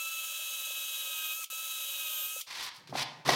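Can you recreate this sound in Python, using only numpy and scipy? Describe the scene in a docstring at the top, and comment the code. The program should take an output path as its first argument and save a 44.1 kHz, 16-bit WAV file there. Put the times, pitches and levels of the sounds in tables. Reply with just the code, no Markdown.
"""A cordless drill countersinks a board in two passes: its gears whine and sag as the bit bites and
rasps, the chuck rattles, and the brake clacks at each stop. Then a hand sweeps the chips off three
times, hissing over the wood and knocking the loose board on its supports.
A small hard-walled workshop, heard in mono over a faint hiss that differs in each channel."""
import sys
import numpy as np
from scipy import signal
from scipy.fft import rfft, irfft, next_fast_len
from scipy.io import wavfile
from scipy.ndimage import map_coordinates

SR = 44100
rng = np.random.default_rng(int(sys.argv[2]) if len(sys.argv) > 2 else 0)


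def generate_wav(signal):
    """Clip the signal to [-1, 1] and save it as 16-bit WAV at the path in sys.argv[1]."""
    frames = np.transpose(np.atleast_2d(signal))
    scaled = np.clip(frames, -1, 1) * 32767
    pcm = np.round(scaled).astype(np.int16)
    wavfile.write(sys.argv[1], SR, pcm)


N = 147735

# Per pass: t/s, mesh f/Hz, mesh harmonic 1, 2, 3 level/dB, rasp level/dB (levels before trim)
PASSES = [
    [(0, 1316, -50, -41, -51, -50), (0.1, 1313, -50, -41, -50, -48), (0.25, 1303, -53, -45, -49, -47),
     (0.5, 1297, -56, -45, -47, -45), (0.75, 1290, -59, -45, -47, -45), (1.0, 1282, -59, -48, -46, -44),
     (1.12, 1273, -54, -46, -48, -44), (1.25, 1264, -53, -45, -47, -43), (1.33, 1267, -54, -42, -47, -44),
     (1.355, 1287, -59, -47, -52, -58), (1.39, 1299, -49, -44, -61, -58), (1.43, 1296, -51, -46, -66, -58)],
    [(1.501, 1297, -51, -46, -51, -52), (1.6, 1300, -50, -47, -48, -48), (1.75, 1292, -55, -48, -46, -46),
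     (1.9, 1283, -61, -51, -47, -44), (2.02, 1272, -55, -46, -47, -44), (2.12, 1258, -54, -49, -51, -43),
     (2.21, 1252, -55, -50, -50, -43), (2.29, 1271, -57, -48, -54, -49), (2.34, 1285, -54, -49, -59, -58),
     (2.4, 1301, -54, -46, -56, -58)],
]
# Weaker gear lines: motor order, free-running level/dB, full-load gain/dB
GEAR_LINES = [(3, -74.5, 4), (5, -70, 9), (9, -64.5, 8.5), (10, -58.5, 7), (11, -81.5, -4),
              (20, -53.5, -5.5), (21, -58, 0), (24, -76, 15.5), (28, -59, 3), (32, -58, 1.5), (43, -88, 3),
              (44, -64, 21), (45, -68, 9)]
# Cooling air spectrum: f/Hz, level/dB
MOTOR_AIR = [(60, -29.5), (200, -31.5), (380, -29), (600, -18.5), (780, -16), (1050, -10.5), (1400, -7.5),
             (1900, -12), (2600, -3), (3700, 0), (4300, -3.5), (5200, -2.5), (6400, 4.5), (8500, 2),
             (11500, 0.5), (14000, 4.5), (15800, 1)]
# Cutting spectrum: f/Hz, level/dB
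RASP = [(300, -45), (700, -26.5), (1050, -18), (1500, -15), (2100, -23), (2500, -6.5), (2900, 2), (3250, 3),
        (3700, -1.5), (4200, -10.5), (6000, -20), (15000, -19.5)]
MESH_ORDER, WHISTLE_ORDER, GEAR_RATIO = 4, 40, 19
FREE_MESH_HZ, LOADED_MESH_HZ = 1305, 1260
MESH_TRIM_DB, RASP_TRIM_DB = [-0.5, -0.35, 0], 0.2
BRAKE_S, BRAKE_DB_PER_S, GEARS_UNLOAD_S = 0.026, 1200, 0.011


def drill_pass(rows):
    """Gear lines, cooling air and the rasp of the bit follow the motor until the brake stops it."""
    t = np.arange(N) / SR
    times, *columns = np.transpose(rows)
    mesh_hz, *mesh_db, rasp_db = [np.interp(t, times, column) for column in columns]
    load = np.clip((FREE_MESH_HZ - mesh_hz) / (FREE_MESH_HZ - LOADED_MESH_HZ), 0, 1.3)
    braking_s = np.maximum(t - times[-1], 0)
    jitter = (0.00056 + 0.0006 * load) * wobble(55) + 0.00201 * wobble(400)
    motor_hz = mesh_hz / MESH_ORDER * np.exp(-(braking_s / BRAKE_S) ** 2) * (1 + jitter)
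    angle = 2 * np.pi * np.cumsum(motor_hz) / SR
    chuck_turn = np.sin(angle / GEAR_RATIO)
    whine = sum(gear_line(MESH_ORDER * k * angle, db + trim + 2 * chuck_turn, 0.13, 0.88)
                for k, db, trim in zip((1, 2, 3), mesh_db, MESH_TRIM_DB))
    whine += sum(gear_line(order * angle, db + gain_db * load, blur_rad=0.86, flutter_db=3)
                 for order, db, gain_db in GEAR_LINES)
    whine += gear_line(WHISTLE_ORDER * angle, -53 + 7 * load, blur_rad=0.5, flutter_db=2.6)
    air = amp(-40 + 0.46 * chuck_turn) * noise(MOTOR_AIR, grain_db=1.3)
    ripple_db = 0.53 * chuck_turn + 1.3 * np.sin(2 * angle)
    rasp = amp(rasp_db + RASP_TRIM_DB + ripple_db) * noise(RASP, grain_db=-0.5)
    meshing = np.exp(-(braking_s / GEARS_UNLOAD_S) ** 2)
    running = (t >= times[0]) * amp(-BRAKE_DB_PER_S * np.maximum(braking_s - 0.014, 0))
    return running * (meshing * (whine + chuck_rattle(rasp_db)) + air + rasp)


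def gear_line(phase, db, blur_rad, flutter_db):
    """One tone locked to the motor, wavering in level and phase."""
    peak = np.sqrt(2) * amp(db + flutter_db * wobble(28.68))
    return peak * np.sin(phase + blur_rad * wobble(110) + rng.uniform(0, 2 * np.pi))


# Chuck and bit resonances: f/Hz, width/Hz, level/dB
CHUCK_RING = [(578, 53, -2), (950, 200, -29)]


def chuck_rattle(rasp_db):
    """Chuck and bit rattle at their low resonances, harder while the bit cuts."""
    def response(hz):
        ring = sum(amp(db) * 1j * hz * width / (centre ** 2 - hz ** 2 + 1j * hz * width)
                   for centre, width, db in CHUCK_RING)
        return ring * hz / np.hypot(hz, 900)

    level_db = -64.5 + 0.5 * (rasp_db - rasp_db.max()) + 2.54 * wobble(110)
    return amp(level_db) * unit(filtered(rng.standard_normal(N), response))


# Jolts: t/s, level/dB
JOLTS = [(.704, -48.5), (.907, -56.5), (1.07, -52.5), (1.093, -55), (1.389, -55.5), (1.525, -51),
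         (2.3615, -42.5)]
# Jolt modes: f/Hz, level/dB
JOLT_MODES = [(545, -0.5), (770, -14)]


def bit_jolts():
    """The bit jolts in its seat and rings briefly."""
    t = np.arange(N) / SR
    return sum(amp(db + mode_db) * swell(start, rise_s=0.004) * np.sin(2 * np.pi * hz * (t - start))
               for start, db in JOLTS for hz, mode_db in JOLT_MODES)


# Spindle impacts: t/s, level/dB
CLACKS = [(1.438, -49), (1.4415, -26), (1.457, -45), (2.4095, -30), (2.4135, -28.5)]
# Impact spectrum: f/Hz, level/dB
CLACK_SPECTRUM = [(200, -35), (1200, -34), (1700, -33), (2200, -3), (3200, 5), (3900, -2), (4800, -1),
                  (15000, -8)]


def brake():
    """The spindle locks with a clack and a dying rattle."""
    envelope = bursts(CLACKS, t60_s=0.016) + amp(-21.5) * bursts(CLACKS, t60_s=0.18)
    return envelope * noise(CLACK_SPECTRUM)


# Sweep segments: t/s, length/s, hiss start, middle, end level/dB, rumble level/dB
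SWEEPS = [(2.462, 0.1, -51, -44, -41.5, -79), (2.557, .135, -41, -41, -42.5, -76),
          (2.932, .1, -52, -32.5, -33.5, -47.5), (3.248, 0.037, -38.5, -36.5, -31, -38.5),
          (3.283, 0.14, -26, -32.5, -20, -33)]
# Board rocking: t/s, rise/s, level/dB
ROCKING = [(2.77, 0.043, -57), (2.877, 0.033, -47), (3.161, 0.0277, -56.5), (3.254, 0.044, -30)]
# Fine chips skidding: t/s, rise/s, level/dB
SKIDS = [(2.614, 0.021, -40), (2.735, 0.027, -54.5), (3.015, 0.011, -44)]
# Chips landing: t/s, level/dB
TICKS = [(2.872, -48.5), (2.894, -54)]
# Spectra: f/Hz, level/dB
BRUSH_SPECTRUM = [(100, -10.5), (400, -11.5), (700, -5.5), (1000, 6), (1350, -1.5), (1950, 4), (2800, 1.5),
                  (3800, 4.5), (4900, 2.5), (5900, -1), (6800, -7.5), (9000, -10.5), (13000, -15),
                  (15800, -22)]
RUMBLE_SPECTRUM = [(30, -42), (70, -27), (105, -14), (128, 10), (160, 0.5), (200, -13), (270, -6.5),
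                   (450, -3.5), (700, -7), (1300, -6), (4000, -60)]
ROCK_SPECTRUM = [(40, -24), (100, -19), (126, 6), (155, 1), (190, -12), (260, -14.5), (450, -12),
                 (1500, -43.5)]
SKID_SPECTRUM = [(500, -43), (2500, 0), (4500, 8.5), (7000, -3), (11500, -5), (15800, -10)]


def hand():
    """Skin and chips hiss over the wood while the board rumbles and rocks; stray chips skid and tick."""
    t = np.arange(N) / SR
    hiss, shake = np.zeros(N), np.zeros(N)
    for start, length, *hiss_db, rumble_db in SWEEPS:
        end = start + length
        contact = np.clip((t - start) / 0.009, 0, 1) * np.clip((end - t) / 0.0054 + 1, 0, 1)
        stroke_db = np.interp(t, [start, start + length / 2, end], hiss_db)
        hiss = np.maximum(hiss, contact * amp(stroke_db))
        shake = np.maximum(shake, contact * amp(rumble_db))
    rocking = swells(ROCKING) * noise(ROCK_SPECTRUM)
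    skids = swells(SKIDS) * noise(SKID_SPECTRUM, grain_db=5.5)
    envelope = hiss * amp(1.5 * wobble(200)) + bursts(TICKS, t60_s=0.12)
    brushing = envelope * noise(BRUSH_SPECTRUM, grain_db=-1.5)
    return brushing + skids + shake * noise(RUMBLE_SPECTRUM) + rocking


# Board modes: f/Hz, level/dB, t60/s
BOARD_MODES = [(144, -27.5, 0.045), (266, -15, 0.054), (412, -21.5, 0.055), (628, -6.5, 0.0162),
               (734, -2.5, 0.02), (836, -4.5, 0.022), (1021, -13, 0.057), (1625, -10.5, 0.023),
               (1960, -6, 0.02), (3860, -21, 0.033), (5100, -23, 0.024), (6050, -3, .02)]
# Knocks: t/s, level/dB, low-pass f/Hz
KNOCKS = [(2.9261, -17, 573), (2.944, -19, 260), (2.953, -17.5, 1130), (3.019, -24.5, 6000),
          (3.288, -12, 900), (3.2909, -7, 4500)]


def board():
    """The board knocks on its supports and rings; soft knocks reach only the low modes."""
    out, t = np.zeros(N + SR), np.arange(SR // 2) / SR
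    attack = 1 - np.exp(-t / 0.0018)
    for start, db, cutoff_hz in KNOCKS:
        for hz, mode_db, t60_s in BOARD_MODES:
            decay = amp(db + mode_db + rng.normal(0, 1.3) - 60 * t / t60_s)
            lowpass = 1 / np.hypot(1, (hz / cutoff_hz) ** 2)
            tone = np.sin(2 * np.pi * hz * t * (1 + rng.normal(0, 0.018)))
            out[round(start * SR):][:len(t)] += attack * decay * lowpass * tone
    return out[:N]


# Room decay: f/Hz, t60/s
ROOM_DECAY = [(100, 0.53), (1000, 0.93), (4000, 0.44), (8000, 0.72), (15000, 0.6)]
# Room colour: f/Hz, level/dB
ROOM_COLOUR = [(100, 7), (1000, 3.5), (4000, 6), (8000, -6), (15000, -12)]


def workshop(x):
    """Hard walls return a diffuse tail after 5 ms, longest near 1 kHz."""
    hz, t, spectra = signal.stft(rng.standard_normal(SR * 3 // 4), SR, nperseg=256)
    decay = amp(-60 * t / along(ROOM_DECAY, hz)[:, None])
    tail = signal.istft(spectra * decay, SR, nperseg=256)[1]
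    wet = signal.fftconvolve(x, np.pad(tail / np.linalg.norm(tail), (220, 0)))[:N]
    return filtered(wet, lambda hz: amp(along(ROOM_COLOUR, hz)))


def amp(db):
    """Decibels to gain."""
    return 10 ** (np.asarray(db) / 20)


def unit(x):
    """Scale to rms 1."""
    return x / np.sqrt(np.mean(x ** 2) + 1e-20)


def along(points, hz):
    """Interpolate (f/Hz, value) points on a log axis."""
    freqs, values = np.transpose(points)
    return np.interp(np.log(hz + 1), np.log(freqs + 1), values)


def wobble(knots_per_s):
    """Smooth random curve."""
    return map_coordinates(rng.standard_normal(N // 8), [np.arange(N) * knots_per_s / SR], mode="wrap")


def filtered(x, response):
    """Apply a frequency response."""
    size = next_fast_len(N + SR // 2)
    return irfft(rfft(x, size) * response(np.fft.rfftfreq(size, 1 / SR)), size)[..., :N]


def noise(spectrum, grain_db=0):
    """Coloured noise of rms 1, optionally broken into millisecond grains."""
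    grains = rng.standard_normal(N) * amp(grain_db * wobble(1500))
    return unit(filtered(grains, lambda hz: amp(along(spectrum, hz))))


def bursts(rows, t60_s, rise_s=0.0014):
    """Sum of rising and dying envelopes for (t/s, level/dB) rows."""
    ages = [(np.maximum(np.arange(N) / SR - start, 0), db) for start, db in rows]
    return sum((1 - np.exp(-(age / rise_s) ** 2)) * amp(db - 60 * age / t60_s) for age, db in ages)


def swell(start_s, rise_s):
    """Rounded push, peaking at 1 after rise_s."""
    u = np.maximum(np.arange(N) / SR - start_s, 0) / rise_s
    return (u * np.exp(1 - u)) ** 2


def swells(rows):
    """Sum of pushes for (t/s, rise/s, level/dB) rows."""
    return sum(amp(db) * swell(start, rise) for start, rise, db in rows)


DRILL_SEND_DB, HAND_SEND_DB = -24, -9.5


def scene():
    """Drill, hand and board in the room, the same in both channels."""
    drill = sum(drill_pass(rows) for rows in PASSES) + bit_jolts() + brake()
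    bench = hand() + board()
    mono = drill + bench + workshop(amp(DRILL_SEND_DB) * drill + amp(HAND_SEND_DB) * bench)
    return np.array([mono, mono])


# Background hiss spectrum: f/Hz, level/dB
HISS_SPECTRUM = [(25, -5), (100, 0.5), (400, -53), (2000, -36), (15000, 25.5)]
HISS_DB, LOW_CUT_HZ, TOP_HZ = -82, 72, 15850


def record(dry):
    """Deep bass and top treble are cut; a faint hiss, different in each channel, lies under the sound."""
    thin = signal.sosfilt(signal.butter(2, LOW_CUT_HZ, "high", fs=SR, output="sos"), dry)
    hiss = amp(HISS_DB) * np.array([noise(HISS_SPECTRUM), noise(HISS_SPECTRUM)])
    return filtered(thin + hiss, lambda hz: hz < TOP_HZ)


dry = scene()
out = record(dry)
generate_wav(out)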